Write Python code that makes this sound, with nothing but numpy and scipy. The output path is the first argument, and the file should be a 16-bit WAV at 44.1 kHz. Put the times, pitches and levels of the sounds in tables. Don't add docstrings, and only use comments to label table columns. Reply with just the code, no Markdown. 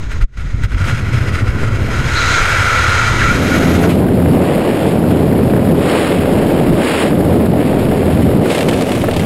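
import sys
import numpy as np
from scipy import signal
from scipy.fft import rfft, irfft
from scipy.io import wavfile
from scipy.ndimage import uniform_filter1d, minimum_filter1d, map_coordinates

SR = 44100
rng = np.random.default_rng(int(sys.argv[2]) if len(sys.argv) > 2 else 0)


def waveform_to_disk(signal):
    frames = np.transpose(np.atleast_2d(signal))
    scaled = np.clip(frames, -1, 1) * 32767
    samples = np.round(scaled).astype(np.int16)
    wavfile.write(sys.argv[1], SR, samples)


N = 407925
TIME, FREQ = np.arange(N) / SR, np.maximum(np.arange(N // 2 + 1) * SR / N, 1)

# time in seconds, relative level in dB.
ROAR_LEVEL = [(0, -35.5), (.5, -44), (.85, -34), (1.2, -29), (1.95, -25), (2.2, -25.5), (2.9, -23),
              (3.25, -20), (3.45, -17), (3.8, -13.5), (4.3, -12.5), (8.2, -13), (9.25, -15.5)]
WHISTLE_LEVEL = [(0, -38), (.55, -38), (.77, -33.5), (.815, -28.5), (1.4, -29), (1.8, -27.5), (2.05, -22.5),
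                 (2.2, -17), (2.6, -15.5), (3.09, -16.5), (3.15, -19.5), (3.22, -16.5), (3.32, -19),
                 (3.4, -23.5), (3.54, -21), (3.75, -24), (3.9, -30.5), (4.08, -59)]
BRIGHT_LEVEL = [(0, -0.5), (.9, -9), (1.5, -13.5), (2.07, -7.5), (2.17, -4.5), (2.35, -1.5), (2.44, -9.5),
                (3.3, -5), (3.7, -5)]
SHRILL_LEVEL = [(2.11, -55), (2.17, -22), (2.24, -33), (2.33, -28), (2.42, -46), (2.72, -37), (2.9, -31),
                (3.1, -42), (3.4, -60)]
RUMBLE_LEVEL = [(.5, 1.5), (.8, -5), (1.3, -8.5), (1.85, -2.5), (2.05, -4), (3.1, -4), (3.3, -4.5)]
PROPELLER_LEVEL = [(0, -25), (3.2, -23), (3.7, -11.5), (4.3, -11), (4.6, -33), (5.2, -13.5), (6.0, -20),
                   (6.6, -20.5), (7.0, -23), (7.35, -14.5), (7.7, -30), (8.2, -13), (8.6, -26), (9.25, -13)]
# frequency in Hz, relative density in dB.
SQUARE_COLOUR = [(90, -12), (160, 0.5), (250, 0.5), (400, -3.5), (570, -8), (750, -14.5), (1000, -24),
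                 (1400, -32), (2500, -44), (5000, -61)]
GRAZING_COLOUR = [(100, 19), (170, -3.5), (250, -7), (340, 0), (520, -2), (750, -7), (980, 3.5), (1200, 1),
                  (2000, -9.5)]
TEAR_COLOUR = [(400, -3), (900, 7), (1500, 4.5), (2100, 4.5), (2900, 2), (3700, -3.5), (4800, -9),
               (6000, -10), (7500, -10.5), (9000, -9.5), (11300, -12.5), (12300, -36), (13400, -21),
               (15500, -27)]
RIP_COLOUR = [(400, 5), (900, 0.5), (1500, -3), (2200, 2), (3000, -0.5), (4000, -6), (5000, -10.5),
              (6000, -17), (8000, -10.5), (11300, -20.5), (13400, -19), (15500, -36)]
SLAP_COLOUR = [(250, -13), (450, 5), (650, 3), (900, -19.5), (1500, -12.5), (2500, -26), (5000, -52),
               (12000, -34)]
PORT_COLOUR = [(3000, -5.5), (5000, -0.5), (7000, -5), (8500, -5.5), (10000, 0.5), (11400, 6),
               (12200, -1.5), (13400, 2), (14200, -9), (15500, -26)]
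SWELL_COLOUR = [(6, 1), (16, -19), (30, -20.5), (50, -9.5), (70, -24.5), (130, -51)]
RUMBLE_COLOUR = [(35, -31), (60, -8), (85, -3), (115, 2), (138, -4), (165, -13.5), (230, -15.5), (320, -22),
                 (500, -30.5)]
WHISTLE_COLOUR = [(500, 0.5), (1000, -10), (1400, -3), (1750, -4), (2250, -0.5), (2700, -6), (3400, -13.5),
                  (5000, -22.5), (8000, -19.5), (9600, -25), (11300, -23.5), (12300, -30), (13500, -32),
                  (15500, -68)]
BRIGHT_COLOUR = [(1700, 6.5), (2350, 3.5), (2750, -2.5), (3100, -0.5), (3500, 0.5), (3950, 2.5),
                 (4300, -3.5), (4700, -6), (5800, -4.5), (6300, -1), (6850, -1.5), (7200, -10),
                 (8100, -9.5), (9000, -26), (11000, -31)]
SHRILL_COLOUR = [(3400, -30), (3750, -10), (3980, -0.5), (4350, -5), (4650, -22), (5500, -40)]
# time in seconds, share from 0 to 1.
FACING = [(0, 0.37), (1.9, 0.83), (2.2, 0.16), (2.5, 0.04), (3.05, 0.05), (3.4, 0.92), (4.0, 0.99),
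          (9.25, 1)]
# start and length in seconds, how fully from 0 to 1.
TEARS = [(4.353, 0.53, 0.43), (5.063, 0.11, 0.2), (5.766, 0.31, 0.86), (6.1, 0.54, 0.33), (6.73, 0.3, 1),
         (7.54, 0.24, 0.32), (7.837, 0.34, 0.25), (8.399, 0.13, 0.67), (8.63, 0.31, 0.25),
         (8.96, 0.33, 0.14)]
# centre and half length in seconds, rise of swell, rumble and rush in dB.
GUSTS = [(0.15, 0.02, 2, 5, 2), (0.231, 0.043, 8, 8, 2), (0.642, 0.013, 7, 5, 3),
         (0.694, 0.073, 3, -6.5, 0), (0.88, 0.046, 4, -2, 5), (1.155, 0.32, -4, 4.5, 1.5),
         (1.45, 0.32, 1, -1, 0.5), (1.634, 0.016, 7, 7, 2.5), (2.41, 0.031, 1, 2.5, 2.5),
         (2.8, 0.51, -2, 0, 0), (3.314, 0.21, 3, 4, -0.5), (3.649, 0.17, 10, -0.5, 1.5),
         (4.105, 0.12, 6, 2, -1), (4.333, 0.048, 2, 3, 4), (4.866, 0.054, 0, 5, 1),
         (5.12, 0.036, 0, 4, 0.5), (5.724, .035, -1, -1, 0.5), (6.3, 0.61, 7, 1.5, 1),
         (6.716, 0.035, 9, 7, 2), (7.305, 0.045, 0, 0, 2.5), (7.752, .025, 2, 6, -1),
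         (7.88, 0.26, 10, 3.5, 0.5), (8.14, 0.02, 0, 3, 0), (8.202, 0.1, -2, 6, 1), (8.36, .05, 3, 4, 1.5),
         (8.57, 0.046, -6, -4, -0.5), (8.85, .02, -3, -6, -2.5), (9.03, .04, 0, 6, 0.5),
         (9.123, 0.076, 10, 2, -3), (9.22, .035, 0, 5, 0.5)]
# start in seconds, depth for the rush in dB, length in seconds.
DIPS = [(0.239, -34, 0.13), (0.653, -10.5, 0.053)]
# centre and half length in seconds, peak in dB.
THUMPS = [(0.238, 0.0066, -2.5), (0.547, 0.0021, -8.5), (0.65, 0.0066, -13), (0.751, 0.0038, -10),
          (0.943, 0.002, -5), (1.996, 0.0032, -13), (2.415, 0.0051, -10)]
# centre and half length in seconds, pitch in Hz, peak in dB.
FLAPS = [(.6, .023, 70, -23), (0.648, 0.014, 93, -9.5), (.766, 0.0075, 78, -11), (.82, 0.013, 93, -7.5),
         (0.848, .009, 102, -7), (.911, .012, 83, -16), (.942, 0.011, 107, -2), (1.037, 0.017, 89, -10.5),
         (1.081, 0.011, 93, -6), (1.144, 0.017, 117, -10), (1.177, .01, 89, -7), (1.217, 0.0079, 97, -4.5),
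         (1.282, 0.0092, 99, -6), (1.313, .01, 80, -15), (1.34, 0.0085, 84, -7), (1.434, 0.014, 102, -6.5),
         (1.493, 0.0071, 86, -4), (1.557, 0.007, 98, -12), (1.657, 0.026, 113, -8.5),
         (1.738, 0.021, 107, -10), (1.821, 0.013, 93, -6), (1.882, .01, 105, -10),
         (2.006, 0.0083, 119, -10), (2.141, 0.024, 80, -13), (2.283, .01, 94, -10.5),
         (2.607, .025, 97, -9.5), (2.821, 0.013, 86, -11), (2.887, 0.013, 101, -8), (2.974, .012, 100, -10),
         (3.052, .01, 103, -11), (3.114, 0.014, 107, -9)]
# start in seconds, relative level in dB, length in seconds.
RIPS = [(0.221, -34, 0.0089), (0.633, -35, .018), (0.845, -36.5, 0.07), (3.74, -29, .08),
        (3.887, -25.5, 0.05), (5.104, -35, 0.01), (5.772, -32, 0.0082), (7.456, -34, .009),
        (8.497, -21, 0.037), (8.546, -20, 0.02), (8.58, -17, .006), (8.589, -18, .005), (8.606, -17, 0.011),
        (8.628, -17.5, 0.0037), (8.684, -16, 0.013), (8.71, -23, .006), (8.731, -22.5, .013),
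        (8.79, -26, 0.0034), (8.808, -21, .01), (8.821, -16.5, 0.0053), (8.867, -26, 0.0058),
        (8.892, -23, 0.0072), (8.918, -18, 0.0072), (8.948, -24.5, 0.022), (9.015, -23, 0.0065),
        (9.111, -18, 0.0068), (9.132, -21.5, 0.019), (9.162, -18, 0.013), (9.193, -21.5, 0.014)]
RASPS = [(0.114, -29, 0.021), (0.21, -30, 0.016), (0.369, -39, 0.009), (0.395, -37, 0.025),
         (0.633, -36, 0.022), (0.718, -30, 0.012), (0.744, -31, .008), (.78, -36, 0.011), (.813, -28, .012),
         (.841, -31, 0.011)]
# start in seconds, relative level in dB.
SLAPS = [(4.424, -21), (4.579, -14), (4.744, -17), (5.564, -8), (6.215, -19), (6.494, -13), (7.13, -13.5),
         (7.358, -20), (7.406, -11.5), (7.451, -11.5), (7.535, -12), (7.614, -20), (7.92, -14),
         (8.461, -14), (8.888, -13), (9.038, -9), (9.085, -5), (9.162, -13)]
# pitch in Hz, width in Hz, height over the broad rush in dB.
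EDGES = [(1304, 65, 12), (1426, 154, 15), (1960, 83, 9), (2220, 90, 4), (2760, 82, 4), (3235, 76, 8.5),
         (4100, 140, 8.5), (5040, 260, 13.5), (6830, 170, 1), (9000, 98, 7.5)]
# time in seconds, pitch in Hz, relative level in dB.
HOWL = [(2.06, 1355, -42), (2.15, 1362, -23), (2.3, 1375, -22), (2.6, 1384, -20.5), (2.72, 1365, -16.5),
        (2.9, 1374, -20), (3.09, 1423, -17), (3.125, 1350, -34), (3.19, 1984, -36), (3.212, 1860, -17.5),
        (3.24, 1340, -16.5), (3.31, 1396, -15), (3.4, 1430, -40), (3.48, 1440, -35), (3.53, 1394, -19),
        (3.64, 1410, -38), (3.95, 1400, -62)]
# multiple of the blade rate, relative level in dB, change in dB facing away.
BLADES = [(1, -3.5, 1), (2, -7.5, -9), (3, -7, -18)]

DOOR_S = [0.51, 0.66]
TURN_S = [3.35, 3.4]
CLEAR_S = [3.95, 4.1]
FLAPPING_S = [8.4, 8.55]
BLADE_HZ = 84.67


def roar(facing, bottom_db, top_db):
    grazing, square = noise(colour(GRAZING_COLOUR)), noise(colour(SQUARE_COLOUR))
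    bottom = below(square, hz=233, order=6)
    top = square - below(square, hz=520, order=6)
    square = square + bottom * (undb(bottom_db) - 1) + top * (undb(top_db) - 1)
    return steady(np.sqrt(1 - facing) * grazing + np.sqrt(facing) * square, seconds=0.069)


def gusts():
    out = np.zeros((3, N))
    for s, half, *rise_db in GUSTS:
        near = np.abs(TIME - s) < 3 * half
        out[:, near] += np.outer(rise_db, np.exp(-((TIME[near] - s) / half) ** 2))
    return out


def dips(attack_s=0.027, release_s=0.0055, creep_share=0.7):
    out = np.zeros(N)
    for s, db, length in DIPS:
        creep = creep_share * ramp([s + attack_s, s + length])
        snap = (1 - creep_share) * ramp([s + length, s + length + release_s])
        out += db * (ramp([s, s + attack_s]) - creep - snap)
    return out


def buffeting(facing, turned, tear, gust_db, push_db):
    swell_db = -19.5 - 14 * turned - 10 * tear + gust_db
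    swell = steady(noise(colour(SWELL_COLOUR)), seconds=0.015) * undb(swell_db + walk(hz=1.3))
    shelter_db = -13 * (1 - ramp(DOOR_S))
    facing_db = np.interp(facing, [0, .6, 1], [-2, 1, -.5])
    broken_db = np.interp(TIME, [.6, 1.2], [2.5, 1.2]) * walk(hz=27)
    rumble_db = curve(RUMBLE_LEVEL) - 16 + shelter_db + push_db + facing_db + broken_db
    return swell + steady(noise(colour(RUMBLE_COLOUR)), seconds=0.048) * undb(rumble_db)


def thumps():
    out = np.zeros(N)
    for s, half, db in THUMPS:
        offset = (TIME - s) / half
        out -= undb(db) * offset * np.exp((1 - offset ** 2) / 2)
    return out


def flaps():
    out, wobble = np.zeros(N), 0.3 * walk(hz=40)
    for (s, half, hz, db), start in zip(FLAPS, rng.random(len(FLAPS))):
        near = np.abs(TIME - s) < 3 * half
        age = TIME[near] - s
        phase = 2 * np.pi * (hz * age + start) + wobble[near]
        out[near] += undb(db) * np.exp(-(age / half) ** 2) * np.sin(phase)
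    return out


def whistle(eddies):
    level_db = curve(WHISTLE_LEVEL)
    rings = np.sqrt(1 + sum(undb(db) ** 2 * resonance(hz, width) for hz, width, db in EDGES))
    hollow = wavering(noise(colour(WHISTLE_COLOUR) * rings)) * eddies ** 0.34
    low_db = np.clip(0.26 * (level_db + 14.5), -2, 0.1)
    hollow = steady(hollow + below(hollow, hz=1830, order=12) * (undb(low_db) - 1), seconds=0.048)
    bright = shaped(rng.standard_normal(N) * eddies ** 0.13, colour(BRIGHT_COLOUR))
    spurts_db = 2.2 * np.clip((-17.5 - level_db) / 10, 0, 1) * walk(hz=23.2)
    rush = hollow * undb(0.5) + bright * undb(curve(BRIGHT_LEVEL) - 1)
    rasps = hollow * sum(undb(db) * burst(s, length, attack=.1) for s, db, length in RASPS)
    return rush * undb(level_db + spurts_db) * (1 - ramp(CLEAR_S)) + rasps


def wavering(x, share=0.012, hz=5):
    place = np.cumsum(1 + share * walk(hz))
    return map_coordinates(x, [place], order=3, mode="mirror")


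def edge_tones(wander_hz=28.07, half_width_hz=63):
    phase = 2 * np.pi * np.cumsum(curve(HOWL) + wander_hz * walk(hz=45.4)) / SR
    tone = walk(half_width_hz) * np.sin(phase) + walk(half_width_hz) * np.cos(phase)
    ring = noise(resonance(hz=2270, width_hz=190)) * undb(-10)
    howl = (steady(tone, seconds=0.021) + ring) * undb(curve(HOWL, column=2))
    shrill = noise(colour(SHRILL_COLOUR)) * undb(curve(SHRILL_LEVEL))
    return (howl + shrill) * ramp([2.0, 2.1]) * (1 - ramp(CLEAR_S))


def torn(edge_s=0.12):
    return sum(share * (ramp([s, s + edge_s]) - ramp([s + length, s + length + edge_s]))
               for s, length, share in TEARS)


def flutter(pressure, wash_db, tear, flapping):
    depth_db = 1.33 - 1.5 * flapping
    random_db = depth_db * (1.23 * walk(hz=68.6) + 1.3 * walk(hz=300))
    capped_db = np.minimum(random_db + 2.7 * pressure + wash_db, 5 + flapping)
    gain = undb(capped_db * (1 - 0.33 * tear))
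    return gain / np.sqrt(uniform_filter1d(gain ** 2, size=SR // 4))


def tearing(eddies, turned, tear, flapping):
    rip_gain = sum(undb(db + 2) * burst(s, length, attack=0.17) for s, db, length in RIPS)
    rips = noise(colour(RIP_COLOUR)) * rip_gain
    hiss = noise(colour(TEAR_COLOUR))
    hiss = hiss + .55 * flapping * (0.5 * hiss - below(hiss, hz=2200, order=4))
    return hiss * turned * eddies * undb(-33 + 14 * tear + 2 * flapping) + rips


def port_sizzle(pressure, eddies):
    swing_db = np.interp(TIME, [3.1, 3.4, 3.8, 4.1], [-3, 4.5, 0.5, -1.0])
    sizzle = noise(colour(PORT_COLOUR)) * eddies ** 0.19
    return sizzle * undb(-27.5 + swing_db + 0.49 * pressure + 1.7 * walk(hz=25))


def slaps(patter_gain, per_second=55, scatter_db=2.5):
    hits = (rng.random(N) < per_second / SR) * undb(scatter_db * np.clip(rng.standard_normal(N), -2, 1.3))
    soft_slap = burst(0, length=0.0046, attack=0.34)[:SR // 20]
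    patter = signal.fftconvolve(hits, soft_slap)[:N] * patter_gain
    hard = sum(undb(db) * burst(s, length=0.0073, attack=0.095) for s, db in SLAPS)
    return steady(noise(colour(SLAP_COLOUR)), seconds=0.0034) * np.hypot(patter, hard)


def propeller_wash(blade_phase, facing):
    shaft_phase = blade_phase / 2
    wash_db = facing * (np.sin(blade_phase) + 0.4 * np.sin(shaft_phase))
    throb = undb(0.39 * np.sin(shaft_phase) + 0.62 * np.sin(shaft_phase / 2))
    return wash_db, throb


def propeller(phase, turned):
    drone = sum(undb(db + away_db * (1 - turned) + 1.9 * walk(hz=3.1)) * np.sin(round(k) * phase)
                for k, db, away_db in BLADES)
    return drone * undb(curve(PROPELLER_LEVEL) - 2)


def undb(db):
    return 10 ** (np.asarray(db) / 20)


def curve(rows, column=1):
    rows = np.array(rows, float)
    return np.interp(TIME, rows[:, 0], rows[:, column])


def ramp(span):
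    return np.interp(TIME, span, [0, 1])


def burst(s, length, attack):
    out, span = np.zeros(N), slice(int(s * SR), int((s + 5 * length) * SR))
    age = np.maximum(TIME[span] - s, 0)
    out[span] = np.minimum(age / (attack * length), 1) * np.exp(-(age / length) ** 2)
    return out


def colour(points):
    hz, db = np.transpose(points)
    beyond = np.minimum(FREQ / hz[0], 1) * np.minimum(hz[-1] / FREQ, 1)
    return undb(np.interp(np.log(FREQ), np.log(hz), db)) * beyond ** 2


def resonance(hz, width_hz):
    return 1 / (1 + (2 * (FREQ - hz) / width_hz) ** 2)


def shaped(x, gain):
    y = irfft(rfft(x) * gain, N)
    return y / y.std()


def below(x, hz, order):
    return irfft(rfft(x) / (1 + (FREQ / hz) ** order), N)


def noise(gain):
    y = irfft(gain * (rng.standard_normal(len(FREQ)) + 1j * rng.standard_normal(len(FREQ))), N)
    return y / y.std()


def walk(hz):
    return noise(1 / (1 + (FREQ / hz) ** 4))


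def steady(x, seconds):
    size = max(int(seconds * SR), 2)
    return x / np.sqrt(uniform_filter1d(uniform_filter1d(x ** 2, size), size) + 1e-6)


def scene():
    facing, tear = np.clip(curve(FACING), 0, 1), torn()
    turned, flapping = ramp(TURN_S), ramp(FLAPPING_S)
    gust_swell_db, gust_rumble_db, gust_rush_db = gusts()
    push_db = gust_rumble_db - 15 * tear
    pressure = roar(facing, bottom_db=np.clip(0.58 * push_db + 1.1, -8, 2),
                    top_db=2.2 * flapping + 2.9 * tear + 0.25)
    roar_gain = undb(curve(ROAR_LEVEL) + 2 - 3.5 * tear)
    blade_phase = 2 * np.pi * np.cumsum(BLADE_HZ * (1 + 0.0035 * walk(hz=3.4))) / SR
    wash_db, throb = propeller_wash(blade_phase, facing)
    eddies = flutter(pressure, wash_db, tear, flapping)

    hiss = port_sizzle(pressure, eddies) * np.sqrt(facing) * roar_gain
    hiss += slaps(patter_gain=roar_gain * facing * undb(-6.5))
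    hiss += tearing(eddies, turned, tear, flapping)
    band = irfft(rfft(hiss) * resonance(hz=6070, width_hz=1230), N)
    hiss -= turned * (1 - .7 * flapping) * band

    surge_db = 1.06 * facing * walk(hz=15.5)
    rush = pressure * roar_gain * undb(1.23 * wash_db + surge_db) + hiss
    rush += whistle(eddies * throb) + edge_tones() * throb + propeller(blade_phase, turned)
    bass = buffeting(facing, turned, tear, gust_swell_db, push_db)
    dip_db = dips()
    return (rush * undb(gust_rush_db + dip_db) + bass * undb(0.82 * dip_db) + thumps() + flaps())[None]


def record(dry, ceiling=0.88, top_hz=15700):
    allowed = 1 / np.maximum(np.abs(dry) / ceiling, 1)
    gain = uniform_filter1d(minimum_filter1d(allowed, size=SR // 100), size=SR // 100)
    return signal.sosfilt(signal.ellip(10, .2, 80, top_hz, fs=SR, output="sos"), dry * gain)


dry = scene()
out = record(dry)
waveform_to_disk(out)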